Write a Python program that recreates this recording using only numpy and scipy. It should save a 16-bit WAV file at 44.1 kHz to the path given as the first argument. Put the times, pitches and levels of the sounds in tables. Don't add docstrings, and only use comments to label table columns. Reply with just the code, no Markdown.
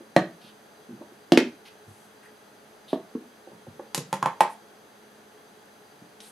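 import sys
import numpy as np
from scipy import signal
from scipy.fft import rfft, irfft
from scipy.io import wavfile

SR = 44100
rng = np.random.default_rng(int(sys.argv[2]) if len(sys.argv) > 2 else 0)


def waveform_to_disk(signal):
    frames = np.transpose(np.atleast_2d(signal))
    scaled = np.clip(frames, -1, 1) * 32767
    samples = np.round(scaled).astype(np.int16)
    wavfile.write(sys.argv[1], SR, samples)


N = 278680
BLOW_S = 0.35

BENCH_HZ, EDGE_HZ = 171, 8100
BOOM_FALL, SNAP_FALL = (20.6, 14), (10, 9)
CLACK_FALL, CRACK_FALL = (15.5, 12.7), (3, 3)
THUD_FALL = (9, 9)

# (frequency [Hz], relative level [dB], t60 [s])
BOX_MODES = [(189, -6, 0.091), (253.3, -3.5, 0.052), (288, -11, 0.085), (331.7, -5.5, 0.074),
             (395, 2, 0.03), (479, -2.5, 0.032), (572, -4, 0.023), (702, 4.5, 0.016), (873, -1.5, 0.018),
             (1087, -7.5, 0.035), (1314, -21, 0.039), (1690, -9, 0.0057), (2166, -4.5, 0.0077),
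             (2430, -28, 0.12), (2550, -29, 0.095), (3100, -6, 0.019), (4250, -6.5, 0.016),
             (5270, -18, 0.0075)]
# (time [s], wall pitch [Hz], boom [dB], struck spot pitch [Hz], snap [dB], bench thud [dB])
BOX_BLOWS = [(0.164, 446, -10, 1900, -23.5, -23.5), (1.3205, 344, -11, 2900, -26, -24),
             (1.3744, 332, -11.5, 2480, -21.5, -37), (2.9305, 370, -20, 640, -39, -39),
             (3.1507, 300, -30, 443, -52, -45)]


def box():
    out = np.zeros((2, N))
    for time_s, wall_hz, boom_db, spot_hz, snap_db, thud_db in BOX_BLOWS:
        boom = (wall_hz, boom_db, BOOM_FALL)
        snap = (spot_hz, snap_db, SNAP_FALL)
        thud = (BENCH_HZ, thud_db, THUD_FALL)
        sound = blow(BOX_MODES, spot_hz, band_levels(boom, snap, thud),
                     spot_db=4, spot_q=16, swell_cycles=0.34, crack_db=25, spread_s=0.00022,
                     crack_low_hz=660, scatter_db=4.0, tail_db=-6.5)
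        add(out, time_s, sound)
    return from_db(1.55) * out


# (frequency [Hz], relative level [dB], t60 [s])
LID_MODES = [(196, -18, 0.08), (282.2, -16.5, 0.054), (370, -10, 0.06), (545, -14.5, 0.052),
             (700, -9.5, 0.015), (856, -3, 0.032), (1004, -8.5, 0.042), (1132, -15, 0.036),
             (1420, -10.5, 0.012), (1940, -22, 0.04), (2600, -12, 0.018), (3190, -6.5, 0.016),
             (4820, -15, 0.012), (6890, 0, 0.0086), (9700, -21, 0.003)]
# (time [s], struck spot pitch [Hz], clack [dB], crack [dB], bench thud [dB])
LID_BLOWS = [(3.9464, 927, -39, -32.5, -51), (3.9774, 475, -37.5, -40.5, -33),
             (3.9814, 1090, -50, -49, -54), (4.128, 890, -24.5, -42, -35.5), (4.1395, 1900, -44, -50, -52),
             (4.227, 1040, -25, -47.5, -36.5), (4.2589, 921, -21, -48, -38.5),
             (4.4065, 883, -12.5, -37, -40)]


def lid():
    out = np.zeros((2, N))
    for time_s, spot_hz, clack_db, crack_db, thud_db in LID_BLOWS:
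        clack = (spot_hz, clack_db, CLACK_FALL)
        edge = (EDGE_HZ, crack_db, CRACK_FALL)
        thud = (BENCH_HZ, thud_db, THUD_FALL)
        sound = blow(LID_MODES, spot_hz, band_levels(clack, edge, thud),
                     spot_db=2, spot_q=12.4, swell_cycles=1.0, crack_db=25.0, spread_s=0.00018,
                     crack_low_hz=920, scatter_db=3.5, tail_db=-4)
        add(out, time_s, sound)
    return from_db(0.5) * out


def blow(modes, spot_hz, band_db, spot_db, spot_q, swell_cycles, crack_db, spread_s, crack_low_hz,
         scatter_db, tail_db, chatter_db=-11, chatter_s=0.005, chatter_count=3):
    t = time_axis()
    hz, db, t60_s = np.transpose(modes)[:, :, None]
    strength = from_db(db + scatter_db * rng.standard_normal(hz.shape))
    swell = 1 - np.exp(-t * hz / swell_cycles)
    decay = from_db(-60 * t / t60_s)
    ring = np.sum(strength * swell * np.sin(2 * np.pi * hz * t) * decay, axis=0)
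    spot_decay = np.exp(-np.pi * spot_hz * t / spot_q)
    spot = from_db(spot_db) * np.sin(2 * np.pi * spot_hz * t) * spot_decay

    contact = crack(len(t), spread_s)
    lags = (rng.uniform(0.15, 1, chatter_count) * chatter_s * SR).astype(int)
    for lag in lags:
        contact[lag:] += from_db(chatter_db) * crack(len(t) - lag, spread_s)
    contact = from_db(crack_db) * cut(contact, crack_low_hz, "high", order=2)

    sound = workshop(radiated(ring + spot + contact), tail_db)
    return voiced(voiced(sound, band_db), band_db)


def crack(size, spread_s, count=9, feedback=0.82):
    burst = signal.unit_impulse(size)
    for lag in np.ceil(rng.uniform(0.05, 1, count) * spread_s * SR).astype(int):
        loop = np.r_[1, np.zeros(lag - 1), feedback * rng.choice([-1, 1])]
        burst = signal.lfilter(loop[::-1], loop, burst + 1e-18)
    return burst


BAND_EDGES_HZ = [110, 220, 420, 800, 1400, 3300, 6000, 14000]


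def band_levels(*parts):
    edges, power = np.array(BAND_EDGES_HZ), 0
    centres = np.sqrt(edges[1:] * edges[:-1])
    for hz, db, (below, above) in parts:
        octaves = np.log2(centres / hz)
        fall = np.where(octaves < 0, below, above)
        power = power + from_db(db - fall * np.abs(octaves)) ** 2
    return 10 * np.log10(power)


def voiced(x, band_db):
    size, head, edges = 2 ** 15, int(0.03 * SR), np.array(BAND_EDGES_HZ)
    hz = np.maximum(np.fft.rfftfreq(size, 1 / SR), 1)
    power = 2 * np.abs(rfft(x.mean(0)[:head], size)) ** 2 / (size * head)
    now_db = [10 * np.log10(power[(hz >= low) & (hz < high)].sum())
              for low, high in zip(edges, edges[1:])]
    log_centres = np.log(edges[1:] * edges[:-1]) / 2
    gain = from_db(np.interp(np.log(hz), log_centres, np.array(band_db) - now_db))
    cepstrum = irfft(np.log(gain))[:size // 2]
    cepstrum[1:] *= 2
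    return irfft(rfft(x, size) * np.exp(rfft(cepstrum, size)))[:, :x.shape[1]]


# (time [s], relative peak [dB], pitch [Hz])
BUMPS = [(.004, -35, 337), (0.44, -39.5, 208), (1.009, -31, 332), (1.018, -30, 612), (1.119, -39.5, 388),
         (3.472, -31.5, 500), (3.516, -38, 600), (3.667, -33.5, 516), (3.794, -24.5, 522),
         (3.796, -33, 1110), (6.015, -37, 198)]


def bumps(cycles=1.17, spread=1.53, side_db=-6):
    out, t = np.zeros(N), time_axis()
    for time_s, db, hz in [*BUMPS, *slips()]:
        turn, age = 2 * np.pi * hz * t, hz * t / cycles
        sides = from_db(side_db) * (np.sin(turn * spread) - np.sin(turn / spread))
        thump = (np.sin(turn) + sides) * age * np.exp(-age)
        add(out, time_s, from_db(db) * thump / np.abs(thump).max())
    return from_db(-2.0) * out


# (start [s], length [s], relative peak [dB], pitch [Hz])
SHUFFLES = [(0.886, .08, -34, 225), (1.863, .05, -40, 125), (3.522, .03, -41, 200), (3.674, .015, -32, 169)]
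SLIPS_PER_S, SLIP_JITTER_PERIODS = 60, 0.1447
SLIP_SCATTER_DB, SLIP_PITCH_SPREAD = 1.5, 0.12


def slips():
    for start_s, length_s, db, hz in SHUFFLES:
        ages = np.arange(0, length_s, 1 / SLIPS_PER_S)
        for age, (late, strong, high) in zip(ages, rng.standard_normal((32, 3))):
            time_s = start_s + age + SLIP_JITTER_PERIODS * late / SLIPS_PER_S
            yield time_s, db + SLIP_SCATTER_DB * strong, hz * np.exp(SLIP_PITCH_SPREAD * high)


# (start [s], length [s], relative level [dB], centre [Hz], width [Hz])
RUBS = [(0.398, 0.12, -57.5, 3300, 1510), (1.648, 0.046, -52.5, 2260, 2710), (1.842, 0.26, -69, 9000, 7000),
        (2.223, 0.05, -57, 1730, 600), (2.872, 0.087, -51.5, 3530, 1050), (4.491, 0.056, -61.5, 9500, 6000),
        (6.199, 0.091, -58.5, 3500, 2560), (6.203, 0.11, -58.5, 9600, 4500)]


def rubs(grain_db=3, hiss_db=-9, hiss_hz=10000, hiss_width_hz=4000):
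    out = np.zeros(N)
    for start_s, length_s, db, hz, width_hz in RUBS:
        size = int(length_s * SR)
        grains = rng.standard_normal(size) * from_db(grain_db * rng.standard_normal(size))
        body = rms_one(resonance(resonance(grains, hz, width_hz), hz, width_hz * 2))
        hiss = rms_one(resonance(grains, hiss_hz, hiss_width_hz))
        fade = signal.windows.tukey(size, 0.4)
        add(out, start_s, from_db(db) * (body + from_db(hiss_db) * hiss) * fade)
    return from_db(0.5) * out


# (time [s], peak [dB], centre [Hz], width [Hz])
TOOL_TICKS = [(6.2035, -33.5, 3600, 2500)]


def tool(decay_s=0.0043):
    out, t = np.zeros(N), time_axis()
    for time_s, db, hz, width_hz in TOOL_TICKS:
        tick = resonance(rng.standard_normal(len(t)) * np.exp(-t / decay_s), hz, width_hz)
        add(out, time_s, from_db(db) * tick / np.abs(tick).max())
    return out


# (delay [s], level [dB], left minus right [dB])
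ECHOES = [(.0036, -15.5, -1), (0.0114, -14.5, 0.5), (.0145, -18.5, -5.5), (0.028, -18.5, -1.5)]
# (frequency [Hz], t60 [s])
ROOM_T60 = [(120, 0.39), (300, 0.29), (800, 0.2636), (2500, 0.2625), (6000, 0.2843), (13000, 0.11)]
# (frequency [Hz], relative density [dB per Hz])
ROOM_COLOUR = [(80, -11.5), (200, -2.5), (500, -2.5), (900, -3.5), (1500, 2.5), (4000, -2.5), (8000, -1.5),
               (15000, 5.5)]
# (frequency [Hz], likeness [0-1])
ROOM_LIKENESS = [(200, 1), (700, 1), (1500, 0.74), (4000, 0.41), (12000, .3)]


def workshop(x, tail_db, build_s=0.0018):
    t = time_axis()
    tail = sum(band * from_db(-60 * t / at_hz(ROOM_T60, hz))
               for hz, band in noise_bands(ROOM_COLOUR, ROOM_LIKENESS, len(t)))
    tail = tail * (1 - np.exp(-(t / build_s) ** 2))
    response = from_db(tail_db) * rms_one(tail) / np.sqrt(len(t))
    response[:, 0] += 1
    for delay_s, db, pan_db in ECHOES:
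        response[:, round(delay_s * SR)] += from_db([db + pan_db / 2, db - pan_db / 2])
    return signal.fftconvolve(x[None], response, axes=1)[:, :len(x)]


# (frequency [Hz], relative density [dB per Hz])
AIR = [(25, -2), (55, -23), (95, -7.5), (200, -4), (330, -2), (750, -1.5), (1000, -6.5), (1600, -6),
       (2300, -14), (4200, -16.5), (5300, -21), (8300, -22.5), (11000, -20), (15000, -28)]
# (frequency [Hz], likeness [0-1])
AIR_LIKENESS = [(60, 0.95), (150, 0.76), (380, 0.81), (950, 0.06), (2380, 0.29), (5980, 0.37),
                (15000, 0.39)]
# (frequency [Hz], width [Hz], level [dB])
HUM = [(212, 22, -64.5), (424.9, 20, -62), (844.6, 41, -70), (3285, 45, -77), (3980, 36, -80.5),
       (4714, 69, -74.5), (12100, 120, -90)]
AIR_DB, WHINE_HZ, WHINE_DB = -53.5, 6204, -72.5


def background(flutter=0.15):
    white = sum(band for hz, band in noise_bands([(1000, 0)], AIR_LIKENESS, N))
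    air = from_db(AIR_DB) * rms_one(coloured(white, AIR))
    hum = np.zeros(N)
    for hz, width_hz, db in HUM:
        narrow = resonance(resonance(rng.standard_normal(N), hz, width_hz), hz, width_hz)
        hum += from_db(db) * rms_one(narrow)
    waver = 1 + flutter * rms_one(cut(rng.standard_normal(N), 16, "low", order=2))
    tone = np.sin(2 * np.pi * WHINE_HZ * np.arange(N) / SR)
    return air + hum + from_db(WHINE_DB) * rms_one(waver * tone)


def noise_bands(colour, likeness, size):
    edges = 32 * 2 ** np.arange(0, 9.1, 0.5)
    settle = 4000
    for low, high in zip(edges, edges[1:]):
        hz = np.sqrt(low * high)
        band = signal.butter(3, [low, high], "band", fs=SR, output="sos")
        mid, side = signal.sosfilt(band, rng.standard_normal((2, size + settle)))[:, settle:]
        alike = np.clip(at_hz(likeness, hz), 0, 1)
        stereo = np.sqrt(1 + alike) * mid + np.sqrt(1 - alike) * side * [[1], [-1]]
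        yield hz, from_db(at_hz(colour, hz)) * stereo


def radiated(x, low_hz=135, high_hz=11900):
    return cut(cut(x, low_hz, "high", order=6), high_hz, "low", order=8)


def resonance(x, hz, width_hz):
    r = np.exp(-np.pi * width_hz / SR)
    poles = [1, -2 * r * np.cos(2 * np.pi * hz / SR), r * r]
    return signal.lfilter(np.array([1, 0, -1]) * (1 - r * r) / 2, poles, x)


def cut(x, hz, kind, order):
    return signal.sosfilt(signal.butter(order, hz, kind, fs=SR, output="sos"), x)


def coloured(x, table, amount=1):
    hz = np.maximum(np.fft.rfftfreq(N, 1 / SR), 1)
    return irfft(rfft(x) * from_db(amount * at_hz(table, hz)), N)


def at_hz(points, hz):
    points = np.array(points)
    return np.interp(np.log(hz), np.log(points[:, 0]), points[:, 1])


def from_db(db):
    return 10 ** (np.asarray(db) / 20)


def rms_one(x):
    return x / np.sqrt(np.mean(x ** 2) + 1e-20)


def time_axis():
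    return np.arange(int(BLOW_S * SR)) / SR


def add(track, time_s, sound):
    start = max(round(time_s * SR), 0)
    part = sound[..., :max(N - start, 0)]
    track[..., start:start + part.shape[-1]] += part


# (frequency [Hz], difference [dB])
BALANCE_DB = [(300, -0.6), (1200, -2), (4000, -0.2), (10000, 2.5)]


def scene():
    handling = workshop(radiated(bumps() + rubs() + tool(), low_hz=90.5), tail_db=-4.0)
    close = box() + lid() + handling
    return coloured(close, BALANCE_DB, amount=np.array([[0.5], [-0.5]])) + background()


PEAK_CEILING, CUTOFF_HZ = 0.93, 15700


def record(dry, low_cut_hz=60, high_cut_hz=14500):
    rounded = dry / (1 + (dry / PEAK_CEILING) ** 4) ** 0.25
    thin = cut(cut(rounded, low_cut_hz, "high", order=1), high_cut_hz, "low", order=4)
    return signal.sosfilt(signal.ellip(10, 0.1, 90, CUTOFF_HZ, fs=SR, output="sos"), thin)


dry = scene()
out = record(dry)
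waveform_to_disk(out)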